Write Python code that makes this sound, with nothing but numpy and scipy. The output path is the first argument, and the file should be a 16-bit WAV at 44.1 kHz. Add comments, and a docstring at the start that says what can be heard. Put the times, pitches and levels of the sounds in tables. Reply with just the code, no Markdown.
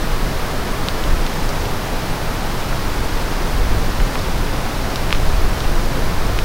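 """A leafy wood in light rain, heard through a hand-held microphone.
Countless far drops superpose into a steady wash. Nearer ones strike leaves, which respond as
damped resonators: a patter all around, and a few sharp ticks right beside the listener.
Soft gusts carry turbulence over the microphone, which buffets and rumbles."""
import sys
import numpy as np
from scipy import signal
from scipy.fft import rfft, irfft
from scipy.io import wavfile
from scipy.ndimage import uniform_filter1d

SR = 44100
rng = np.random.default_rng(int(sys.argv[2]) if len(sys.argv) > 2 else 0)


def dump_mix(stems):
    """Bounce the given channels to the path in sys.argv[1] as a 16-bit WAV at rate SR."""
    frames = np.atleast_2d(stems).T  # one column per channel
    limited = np.clip(frames, -1, 1)  # hard clip at full scale
    pcm = np.round(limited * 32767).astype(np.int16)
    wavfile.write(sys.argv[1], SR, pcm)


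N = 284044


# Spectrum of distant rain in the canopy: frequency_hz, relative_density_db
WASH_SPECTRUM = [(30, -17), (80, 2.5), (150, 2), (185, -1), (350, -4), (900, -7), (1500, -10.5),
                 (2800, -18), (5100, -20.5), (6200, -24.5), (7500, -28), (9800, -28), (11000, -29.5),
                 (16000, -29)]

def far_rain(level_db, waver_db):
    """Incoherent superposition: countless impacts sum to steady noise, dulled by distance."""
    return from_db(level_db + waver_db * drift(corner_hz=5.6)) * noise(WASH_SPECTRUM)


# How hard the rain falls on the surrounding leaves: time_s, strength_db
RAIN_STRENGTH = [(0.0, -0.5), (0.75, -3.5), (1.3, 4), (2.0, -2), (3.35, 2), (3.75, -0.5), (4.15, 3.5),
                 (4.6, -0.5), (5.15, 2.5), (5.5, 0.8), (6.44, 0)]

def leaf_patter(level_db, drops_per_s, spread_db, low_hz, high_hz, q, leaf_count):
    """Shot noise: impacts at random times excite a bank of leaves, each with its own resonance."""
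    time_s, strength_db = np.transpose(RAIN_STRENGTH)
    rain_db = np.interp(np.arange(N) / SR, time_s, strength_db)
    lands = rng.random(N) < drops_per_s * from_db(rain_db) / SR   # harder rain: more drops
    sizes = from_db(rain_db / 2 + spread_db * np.minimum(rng.exponential(1, N), 4))   # and larger ones
    impulses = lands * sizes * rng.choice([-1, 1], N)
    struck_leaf = rng.integers(0, leaf_count, N)
    pitches_hz = np.geomspace(low_hz, high_hz, leaf_count)
    taps = sum(leaf_resonance(impulses * (struck_leaf == k), hz, q) for k, hz in enumerate(pitches_hz))
    return from_db(level_db) * rms_one(taps)


# Drops striking leaves close by: start_s, relative_level_db, pitch_hz, resonance_q
NEAR_IMPACTS = [(0.8856, -7.5, 3660, 1.9), (1.0389, -18, 3110, 2.6), (1.2652, -14.5, 3560, 1.5),
                (1.492, -16, 4840, 1.5), (1.6556, -17, 2990, 1.5), (2.728, -18.5, 1600, 1.5),
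                (4.0019, -15, 2000, 0.8), (4.1553, -14.5, 2000, 1.6), (4.1913, -18, 4260, 1.5),
                (4.9587, -10.5, 3950, 1.3), (5.1069, -13, 2340, 1.6), (5.127, -2.5, 2600, 1.2),
                (5.149, -14.5, 2750, 1.5), (5.605, -15, 3650, 1.7), (5.6446, -20, 2320, 1.6),
                (6.389, -9, 2650, 0.87)]

def near_drops(gain_db, blade_hz, blade_q, crack, splash, splash_s, scatter, scatter_s):
    """Impact excitation: a drop pushes a leaf and splashes; trunks and foliage scatter a faint tail."""
    out = np.zeros(N + SR)
    t = np.arange(SR // 10) / SR
    impulse = 1.0 * (t == 0)
    decay = splash * np.exp(-t / splash_s) + scatter * np.exp(-t / scatter_s)
    for start_s, level_db, pitch_hz, q in NEAR_IMPACTS:
        # water is soft: its push holds little far above the pitch of the struck spot
        push = signal.sosfilt(signal.butter(4, 2.5 * pitch_hz, fs=SR, output="sos"), impulse)
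        spot = leaf_resonance(push, pitch_hz, q)
        blade = leaf_resonance(push, blade_hz, blade_q)   # the whole blade gives a duller knock
        blade_gain = 0.71 * blade_hz / pitch_hz
        tick = spot / np.abs(spot).max() - blade_gain * blade / np.abs(blade).max()
        hiss = rms_one(leaf_resonance(rng.standard_normal(len(t)), pitch_hz, q=1))
        spray = hiss * decay * (1 - np.exp(-t * pitch_hz / 2))
        start = int(start_s * SR)
        out[start:start + len(t)] += from_db(level_db + gain_db) * (tick + crack * impulse + spray)
    return out[:N]


def leaf_resonance(force, pitch_hz, q):
    """Heavily damped resonance: the ring of a wet leaf swells and dies within a cycle or two."""
    b, a = signal.iirpeak(pitch_hz, q, fs=SR)
    return signal.lfilter(b, a, signal.lfilter(b, a, force + 1e-18))


# Pressure spectra of large and of smaller eddies: frequency_hz, relative_density_db
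BUFFETING_SPECTRUM = [(4, -20.5), (7, -0.5), (29, 2), (36, -8.5), (50, -17.5), (80, -29)]
RUMBLE_SPECTRUM = [(25, -16), (42, 6), (58, 3), (75, -4.5), (105, -9.5), (160, -16.5), (300, -39)]
# Gusts passing over the microphone: peak_s, relative_buffeting_db, relative_rumble_db, rise_s
WIND_GUSTS = [(0.15, -19, -27, 0.099), (1.12, -15, -21, 0.068), (1.47, -20, -34, 0.05),
              (3.1, -23.5, -32, 0.41), (3.69, -17, -17.5, 0.11), (4.01, -13, -17.5, 0.022),
              (4.39, -21.5, -22, 0.09), (5.3, -13.5, -18.5, 0.15), (5.73, -16, -29, 0.081),
              (6.17, -18, -25, 0.26)]

def wind(buffeting_gain_db, rumble_gain_db, rumble_lead_s):
    """Turbulent pressure: large eddies buffet the microphone; smaller ones rumble at each gust's front."""
    t = np.arange(N) / SR
    peak_s, buffeting_db, rumble_db, rise_s = np.transpose(WIND_GUSTS)
    buffeting = gust_envelope(t, zip(peak_s, buffeting_db, rise_s), breeze_db=-23)
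    buffeting *= eddies(BUFFETING_SPECTRUM, span_s=0.147)
    rumble = gust_envelope(t + rumble_lead_s, zip(peak_s, rumble_db, rise_s), breeze_db=-31)
    rumble *= eddies(RUMBLE_SPECTRUM, span_s=0.079)
    return from_db(buffeting_gain_db) * buffeting + from_db(rumble_gain_db) * rumble


def gust_envelope(t, gusts, breeze_db, fall_ratio=1.53):
    """Addition of powers: bell-shaped gusts, slower to fall than to rise, add to a steady breeze."""
    power = from_db(breeze_db) ** 2
    for peak_s, level_db, rise_s in gusts:
        width_s = np.where(t < peak_s, rise_s, rise_s * fall_ratio)
        power = power + from_db(level_db) ** 2 * np.exp(-((t - peak_s) / width_s) ** 2)
    return np.sqrt(power)


def eddies(spectrum, span_s):
    """Stationary turbulence: noise divided by its running rms keeps an even strength."""
    flow = noise(spectrum)
    power = uniform_filter1d(flow ** 2, int(span_s * SR))
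    return flow / np.sqrt(np.abs(power) + 1e-9)


def noise(spectrum):
    """Spectral shaping: white noise weighted by the given spectrum, at an rms of 1."""
    frequency_hz, density_db = np.transpose(spectrum)
    bins_hz = np.maximum(np.fft.rfftfreq(N, 1 / SR), 1)
    gain_db = np.interp(np.log(bins_hz), np.log(frequency_hz), density_db)
    gain = from_db(gain_db) * (bins_hz < frequency_hz[-1])
    return rms_one(irfft(rfft(rng.standard_normal(N)) * gain, N))


def drift(corner_hz):
    """Low-pass filtered noise: a slow wandering about zero, at an rms of 1."""
    bins_hz = np.fft.rfftfreq(N, 1 / SR)
    gain = (bins_hz > 0) / (1 + (bins_hz / corner_hz) ** 2)
    return rms_one(irfft(rfft(rng.standard_normal(N)) * gain, N))


def from_db(db):
    """Decibels to amplitude ratio."""
    return 10 ** (np.asarray(db) / 20)


def rms_one(x):
    """Normalisation to an rms of 1."""
    return x / np.sqrt(np.mean(x ** 2) + 1e-20)


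def scene():
    """Linear superposition: rain at three distances and wind add at one microphone."""
    patter = leaf_patter(level_db=-42, drops_per_s=1100, spread_db=2.0,
                         low_hz=2180, high_hz=6000, q=1.84, leaf_count=14)
    ticks = near_drops(gain_db=2.5, blade_hz=1120, blade_q=1.9, crack=0.25,
                       splash=0.1, splash_s=0.0046, scatter=0.018, scatter_s=0.016)
    wash = far_rain(level_db=-23, waver_db=0.04)
    gusts = wind(buffeting_gain_db=1.5, rumble_gain_db=-1.5, rumble_lead_s=0.03)
    return (wash + patter + ticks + gusts)[None]


def record(dry):
    """Clipping and band limiting: peaks stop at full scale, then a steep low-pass cuts the top."""
    cutoff_hz = 15750
    lowpass = signal.ellip(12, 0.1, 90, cutoff_hz, fs=SR, output="sos")
    return signal.sosfilt(lowpass, np.clip(dry, -1, 1))


dry = scene()
out = record(dry)
dump_mix(out)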